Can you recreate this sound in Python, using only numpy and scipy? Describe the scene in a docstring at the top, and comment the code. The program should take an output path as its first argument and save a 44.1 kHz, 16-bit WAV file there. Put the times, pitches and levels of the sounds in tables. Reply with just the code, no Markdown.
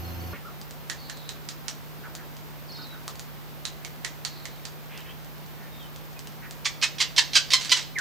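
"""Parrot feeding in dense bush

A parrot nibbles food on a feeder; each small dry crack is an impulse that rings its beak.
A hidden bird to the right clacks in two runs, then gives seven loud rasps, pulses of tone and air
shaped by its throat. Others chirp farther off, and leaves and trunks scatter all the birds' sounds.
A camera's zoom motor buzzes at first, and the camera hums and hisses throughout."""
import sys
import numpy as np
from scipy import signal
from scipy.fft import rfft, irfft, next_fast_len
from scipy.io import wavfile
from scipy.ndimage import uniform_filter1d

SR = 44100
rng = np.random.default_rng(int(sys.argv[2]) if len(sys.argv) > 2 else 0)


def int16_out(signal):
    """Quantize to a 16-bit WAV file."""
    q = np.round(np.clip(np.atleast_2d(signal).T, -1, 1) * 32767)
    wavfile.write(sys.argv[1], SR, q.astype(np.int16))


N = 352844
TIME = np.arange(N) / SR

# Spectrum of outdoor air and microphone hiss. 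Each row: frequency in Hz, relative density in dB.
AIR_COLOUR = [(15, -55), (25, -50), (43, -7.5), (76, -7), (123, -14.5), (153, -6.5), (175, -5.5), (293, -8),
              (516, -10), (887, -11.5), (2110, -18), (4870, -23.5), (10100, -33), (14800, -19),
              (16000, -37)]
# Stereo width of that noise. Each row: frequency in Hz, side minus mid level in dB.
AIR_WIDTH = [(40,-6),(100,-6),(160,-4),(300,-9.5),(1000,-3),(4000,-1),(9000,-5.5),(12000,-1.5),(14000,5.5)]
# Camera hum. Each row: frequency in Hz, mid level in dB, side level in dB.
HUM_TONES = [(113,-62.5,-81),(149.4,-54.5,-43)]
# The zoom motor's hum, overtones and gear tones. Each row: frequency in Hz, level in dB.
ZOOM_TONES = [(85.6,-38),(112.5,-49),(171,-50),(258,-53),(342,-52.5),(540,-62),(750,-55.5),(4300,-61),(4630,-66),(5300,-66),(6230,-67.5)]
# Spectrum of the motor's whirr. Each row: frequency in Hz, relative density in dB.
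WHIRR_COLOUR = [(60,-19),(300,0),(800,-3.5),(1600,-8.5),(3000,-9.5),(4500,-23),(6000,-16),(9000,-32),(11500,-20),(13000,-4),(16000,-30)]

# Short arched yelps. Each row: start in seconds, mid-call pitch in Hz, relative level in dB, blur in Hz.
FAR_YELPS = [(.443,1395,-43.5,10),(2.03,1540,-44,290),(2.171,1664,-50,270),(2.783,1494,-47,99),(2.92,1586,-49.5,180)]
# Hoarse churrs. Each row: start and length in seconds, pitch in Hz, relative level in dB.
FAR_CHURRS = [(0.329,0.047,2064,-44),(4.886,.15,2487,-47.2),(5.039,0.089,2500,-50),(5.58,.13,1695,-53.5),(6.417,0.061,1903,-46)]
# Hoarse down-slurs. Each row: start in seconds, first pitch in Hz, relative level in dB, fade in dB/s.
FAR_SLURS = [(.95,4480,-49,14),(4.26,4450,-48,37)]
# Clear glides. Each row: start and length in seconds, first and last pitch in Hz, relative level in dB.
FAR_WHISTLES = [(2.735,0.15,3750,3740,-49.5),(2.827,.14,4120,3760,-52),(5.08,0.047,2970,3420,-50),(5.699,.17,3730,3600,-55),(5.788,.083,3430,2930,-51),(6.162,0.027,2460,2540,-48),(7.951,0.069,2450,1147,-28.5)]
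# Upward flicks of a small bird's warble. Each row: time in seconds, top pitch in Hz.
WARBLE_FLICKS = [(2.68,5480),(2.722,5720),(2.769,5500),(2.822,5450)]

# The hidden bird's clacks. Each row: start in seconds, relative level in dB, resonance in Hz.
BEAK_CLACKS = [(.8986,-11,1780),(1.0977,-18,1660),(1.2912,-17,3900),(1.4885,-16.5,5020),(1.6822,-12,5600),(3.653,-12,3950),(3.8484,-18.5,2240),(4.0475,-10.5,1980),(4.2499,-10.5,4420),(4.4546,-18.5,2030),(4.653,-18.5,4730),(7.6114,-21,6540),(7.6485,-17.5,3310),(7.6574,-29,3950),(7.7645,-22,3460),(7.9862,-14.5,6100)]
# Response of its beak. Each row: frequency in Hz, gain in dB.
HIDDEN_BEAK = [(200,-28),(900,-6),(1800,-2),(2700,-1),(4100,2),(5000,0),(6900,2),(8200,-4.5),(10000,-9),(12500,-21),(16000,-41.5)]
# Its rasps. Each row: hiss start, burst start and burst length in seconds, effort in dB,
# mid-burst pitch in Hz, sag in octaves per second, resonance in Hz.
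RASP_CALLS = [(6.647,6.6532,0.015,-23,1165,3.6,2260),(6.814,6.825,.02,-20,1276,2.84,2290),(6.983,7.002,.022,-20.5,1046,3.4,3150),(7.163,7.18,.011,-11.5,1031,20,4350),(7.333,7.354,.022,-14.5,1589,7,4440),(7.5047,7.5348,0.0065,-10,1055,3.5,4200),(7.6947,7.718,0.01,-12.2,1014,3.5,3330)]
# Response of its throat. Each row: frequency in Hz, gain in dB.
THROAT_COLOUR = [(300,-42),(650,-10.5),(950,-7),(1500,-3),(2100,1.5),(3100,3),(4200,5),(5200,3),(6300,0.5),(7500,-3),(8600,-8.5),(10000,-19.5),(12000,-19),(15000,-47)]
# Spectrum of the hiss that opens a rasp. Each row: frequency in Hz, relative density in dB.
LEAD_HISS_COLOUR = [(400,-22.5),(1400,-23),(2100,-9.5),(3300,-5),(4500,-3.5),(5500,-5),(7300,-19),(10000,-25),(14000,-38)]
# Wheezes ending the last two rasps. Each row: start and time until fading in seconds, relative level in dB.
END_WHEEZES = [(7.587,.075,-36.5),(7.746,0.031,-30)]

# The parrot cracks its food. 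Each row: start in seconds, relative level in dB, resonance in Hz.
FOOD_CRACKS = [(.6148,-23.5,4800),(.7095,-23.5,7100),(1.172,-28,7500),(2.1516,-18,6940),(2.3675,-28.5,6500),(3.0792,-13,1180),(3.1557,-28,4530),(3.1952,-18,6940),(4.9761,-25,5200),(5.9612,-25.5,3380),(6.1924,-21,8100),(6.2722,-23,2900),(6.5099,-20,7500)]
# Response of the parrot's beak. Each row: frequency in Hz, gain in dB.
PARROT_BEAK = [(100,-47),(600,-4.5),(1200,-7.5),(2400,-7.5),(4600,-2),(7000,-4.5),(8200,-7.5),(11000,-14),(16000,-20)]


def amp(db):
    """Amplitude grows tenfold for every 20 dB."""
    return 10 ** (np.asarray(db) / 20)


def unit(x):
    """Normalisation to an rms of 1."""
    return x / np.sqrt(np.mean(x ** 2) + 1e-20)


def read(points, hz):
    """Interpolation of a spectrum on a log-frequency axis."""
    f, value = np.transpose(points)
    return np.interp(np.log(hz + 1), np.log(f + 1), value)


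def add(mix, s, sound):
    """Superposition: a sound joins the mix at s seconds."""
    part = mix[max(round(s * SR), 0):][:len(sound)]
    part += sound[:len(part)]


def tint(x, points):
    """Filtering by multiplication in the frequency domain."""
    size = next_fast_len(len(x))
    gain = amp(read(points, np.fft.rfftfreq(size, 1 / SR)))
    return irfft(rfft(x, size) * gain, size)[:len(x)]


def noise(points):
    """Stationary Gaussian noise of rms 1 with the given spectrum."""
    return unit(tint(rng.standard_normal(N), points))


def drift(count):
    """Random modulation of about unit size, interpolated between count values."""
    return np.interp(TIME, np.linspace(0, TIME[-1], count), rng.standard_normal(count))


def ring(colour_db, size=1024):
    """Minimum-phase impulse response of a body, from its gain in dB as a function of frequency."""
    log_gain = np.log(amp(colour_db(abs(np.fft.fftfreq(size, 1 / SR)))))
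    spectrum = np.exp(np.conj(signal.hilbert(log_gain)))
    return np.fft.ifft(spectrum).real[:size // 2]


def place(x, right_db):
    """Direction by level difference: the right channel gains right_db over the left."""
    gains = amp([[-right_db / 2], [right_db / 2]])
    return x * gains / gains.mean()


def air_and_hum(air_db=-47.07, right_db=1.34, waver_rad=0.16):
    """Broadband air and hiss underlie the camera's hum, which is mostly in antiphase between channels."""
    mid = amp(air_db) * noise(AIR_COLOUR)
    side = amp(air_db) * tint(noise(AIR_COLOUR), AIR_WIDTH)
    for hz, mid_db, side_db in HUM_TONES:
        phase = 2 * np.pi * hz * TIME + waver_rad * drift(count=60)
        mid += np.sqrt(2) * amp(mid_db) * np.sin(phase)
        side += np.sqrt(2) * amp(side_db) * np.cos(phase)
    return place(mid, right_db) + place(side, right_db) * [[1], [-1]]


def zoom_motor(stop_s=.338, whirr_db=-45, knock_db=-37, knock_t60=0.079):
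    """Rotating motor and gears give a wavering line spectrum; the stop excites damped modes, a knock."""
    buzz = np.zeros(N)
    for hz, db in ZOOM_TONES:
        waver = .04 * hz / (hz + 800)  # higher tones waver by a larger share of their pitch
        turns = np.cumsum(hz * (1 + waver * drift(count=400))) / SR
        chatter_db = 6 * hz / (hz + 500) * drift(count=700)  # the high gear tones come and go
        buzz += np.sqrt(2) * amp(db + chatter_db) * np.sin(2 * np.pi * turns)
    running = np.clip((stop_s - TIME) / 0.01, 0, 1)
    t = np.maximum(TIME - (stop_s - .006), 0)
    modes = sum(np.sin(2 * np.pi * hz * t) for hz in (200, 430, 577, 1160, 1420))
    knock = amp(knock_db - 60 * t / knock_t60) * modes
    whirr = amp(whirr_db) * np.array([noise(WHIRR_COLOUR), noise(WHIRR_COLOUR)])
    return place((buzz + whirr) * running + knock, right_db=1.8)


def bush(x, gap_s=0.0024, near_t60=0.15, far_t60=0.6, far_db=-17, dull_hz=8000, coherence=0.63):
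    """Scattering by leaves and trunks gives a dense early echo and a faint, duller, longer tail."""
    out, t = np.zeros((2, N)), np.arange(SR * 2 // 3) / SR
    lowpass = signal.butter(2, dull_hz, fs=SR, output="sos")
    for k in range(3):  # three sets of echo paths crossfade, as when the birds move their heads
        left, other = rng.standard_normal((2, len(t))) * (rng.random((2, len(t))) < .3)
        right = coherence * left + np.sqrt(1 - coherence ** 2) * other
        taps = np.array([left, right]) * (t > gap_s)
        echo = taps * amp(-60 * t / near_t60)
        echo += signal.sosfilt(lowpass, taps) * amp(far_db - 60 * t / far_t60)
        echo /= np.linalg.norm(echo, axis=1, keepdims=True)
        share = np.sqrt(2 / 3) * np.cos(np.pi * (1.8 * TIME + k / 3))
        out += signal.fftconvolve((x * share)[None], echo, axes=1)[:, :N]
    return out


def whistle(pitch_hz, blur_hz, taper=0.41):
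    """Random frequency modulation broadens a gliding tone and makes it hoarse."""
    flutter = unit(uniform_filter1d(rng.standard_normal(len(pitch_hz)), size=36))
    turns = np.cumsum(pitch_hz + blur_hz * flutter) / SR
    return np.sqrt(2) * np.sin(2 * np.pi * turns) * signal.windows.tukey(len(pitch_hz), taper)


def warble(start_s, length_s=0.193, rest_hz=4040, rise_s=.0035, fall_s=.012):
    """Frequency modulation of one unbroken tone: it flicks up four times and relaxes exponentially."""
    t = start_s + np.arange(int(length_s * SR)) / SR
    lift_hz = sum((top_hz - rest_hz) * np.exp(-np.maximum((s - t) / rise_s, (t - s) / fall_s))
                  for s, top_hz in WARBLE_FLICKS)
    return whistle(rest_hz + lift_hz, blur_hz=20, taper=0.27)


def far_birds(yelp_s=.054, slur_s=0.43, sag_hz_per_s=1800, warble_start_s=2.672):
    """Pitch contour sets each call apart: yelps arch, churrs rise, slurs sag and whistles glide."""
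    out = np.zeros(N)
    for s, hz, db, blur_hz in FAR_YELPS:
        u = np.linspace(-1, 1, int(yelp_s * SR))
        arch = 1 - 0.252 * u ** 2 - 0.062 * u  # low at both ends, lowest at the last
        add(out, s, amp(db) * whistle(hz * arch, blur_hz))
    for s, length, hz, db in FAR_CHURRS:
        rise = 1 + .12 * np.linspace(-.5, .5, int(length * SR))
        add(out, s, amp(db) * whistle(hz * rise, blur_hz=0.238 * hz))
    for s, hz, db, fade in FAR_SLURS:
        t = np.arange(int(slur_s * SR)) / SR
        add(out, s, amp(db - fade * t) * whistle(hz - sag_hz_per_s * t, blur_hz=300, taper=0.31))
    for s, length, first_hz, last_hz, db in FAR_WHISTLES:
        glide_hz = np.geomspace(first_hz, last_hz, int(length * SR))
        add(out, s, amp(db) * whistle(glide_hz, blur_hz=65))
    add(out, warble_start_s, amp(-45.5) * warble(warble_start_s))
    return out


def snap(colour, hz, boost_db, width_hz, hollow_db=0, spacing_hz=1300):
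    """Impulse response of a beak, a short tube with evenly spaced resonances, one dominant; peak 1."""
    tube = lambda f: hollow_db * np.cos(2 * np.pi * (f - hz) / spacing_hz)
    body = ring(lambda f: read(colour, f) + tube(f) + boost_db / (1 + ((f - hz) / width_hz) ** 2))
    return body / abs(body).max()


def beak_clicks(rows, colour, boost_db, width_hz, spacing_hz, bounce, bounce_s):
    """Impact excitation: each impulse rings the beak and chatters briefly."""
    out = np.zeros(N)
    for s, db, hz in rows:
        peak_db = boost_db - 3 * np.log2(hz / 3000)  # lower resonances stand out more
        click = snap(colour, hz, peak_db, width_hz, hollow_db=0.5, spacing_hz=spacing_hz)
        click = np.pad(click, (0, 512))
        for gap_s in bounce_s * rng.uniform(.4, 1.6, 2):
            chatter = np.r_[1, np.zeros(int(gap_s * SR)), bounce]
            click = signal.lfilter(chatter[::-1], chatter, click)  # all-pass: longer, same colour
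        add(out, s, amp(db) * click)
    return out


def wheezes(rise_s=0.024, fade_db_per_s=302, uneven_db=4.0):
    """Unvoiced airflow, filtered by the hidden bird's throat, swells, holds and dies away."""
    flow = np.zeros(N)
    for s, hold_s, db in END_WHEEZES:
        swell = np.clip((TIME - s) / rise_s, 0, 1)
        flow += swell * amp(db - fade_db_per_s * np.maximum(TIME - s - hold_s, 0))
    return flow * unit(noise(THROAT_COLOUR) * amp(uneven_db * drift(count=4000)))


def rasps(rise_s=0.003, fall_s=0.008, boost_db=4, width_hz=550, lead_fall_s=0.0047, uneven_db=3.5):
    """Source and filter: after a leading hiss, rough pulses of sagging pitch excite the throat."""
    out, t = np.zeros(N), np.arange(SR // 10) / SR
    lead_hiss = unit(noise(LEAD_HISS_COLOUR) * amp(uneven_db * drift(count=8000)))
    for hiss_s, burst_s, length, effort_db, pitch_hz, sag, peak_hz in RASP_CALLS:
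        lead_db = min(effort_db - 12.5, -26)  # the hiss follows the effort up to a ceiling
        lead = (TIME >= hiss_s) * np.exp(-np.maximum(TIME - burst_s, 0) / lead_fall_s)
        out += amp(lead_db) * lead * lead_hiss
        flutter, hiss, strength = rng.standard_normal((3, len(t)))
        wobble = .02 * unit(uniform_filter1d(flutter, size=60))
        glide = 2 ** (-sag * (t - length / 2))
        turns = np.cumsum(pitch_hz * (glide + wobble)) / SR
        pulses = unit(sum(np.cos(2 * np.pi * k * turns) for k in range(1, 14)))
        pulses *= amp(uneven_db * strength[np.round(turns).astype(int)])  # cycles vary in strength
        puffs = unit(hiss * (0.12 + np.exp(-(turns % 1) / 0.38)))  # air escapes once a cycle
        rough = np.clip(0.58 - .028 * (effort_db + 16), 0, 1)  # a harder call has a clearer voice
        throat = ring(lambda f: read(THROAT_COLOUR, f) + boost_db / (1 + ((f - peak_hz) / width_hz) ** 2))
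        voice = np.convolve((1 - rough) * pulses + rough * puffs, throat)[:len(t)]
        push = np.minimum(t / rise_s, 1) * np.exp(-np.maximum(t - length, 0) / fall_s)
        add(out, burst_s - rise_s / 2, amp(effort_db) * push * unit(voice))
    return out


def crumbs(per_s=9, db=-42, spread_db=3):
    """A Poisson process of tiny ticks as the parrot's beak works the food."""
    sizes = amp(db + spread_db * np.minimum(rng.exponential(1, N), 3))
    impulses = sizes * (rng.random(N) < per_s / SR)
    return signal.oaconvolve(impulses, snap(PARROT_BEAK, hz=6000, boost_db=2.5, width_hz=2300))[:N]


def scene():
    """Direct and scattered sound add: the parrot is ahead, the hidden bird to the right among leaves."""
    cracks = beak_clicks(FOOD_CRACKS, PARROT_BEAK, boost_db=9, width_hz=180, spacing_hz=2800,
                         bounce=0.75, bounce_s=0.00025)
    parrot = cracks + crumbs()
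    clacks = beak_clicks(BEAK_CLACKS, HIDDEN_BEAK, boost_db=9.5, width_hz=250, spacing_hz=1300,
                         bounce=0.71, bounce_s=.0004)
    calls, birds = rasps() + wheezes(), far_birds()
    direct = (place(parrot, right_db=.5) + place(clacks, right_db=20)
              + place(calls, right_db=4.5) + amp(-2) * place(birds, right_db=2))
    scattered = amp(-3) * parrot + amp(0.5) * clacks + amp(-4.5) * calls + amp(-5.5) * birds
    return direct + place(bush(scattered), right_db=2.0) + air_and_hum() + zoom_motor()


def record(dry):
    """Amplitude and band limiting: any peak beyond full scale clips, then a low-pass cuts at 16 kHz."""
    lowpass = signal.firwin(511, 16000, window=("kaiser", 9), fs=SR)
    return signal.oaconvolve(np.clip(dry, -1, 1), lowpass[None], "same")


dry = scene()
out = record(dry)
int16_out(out)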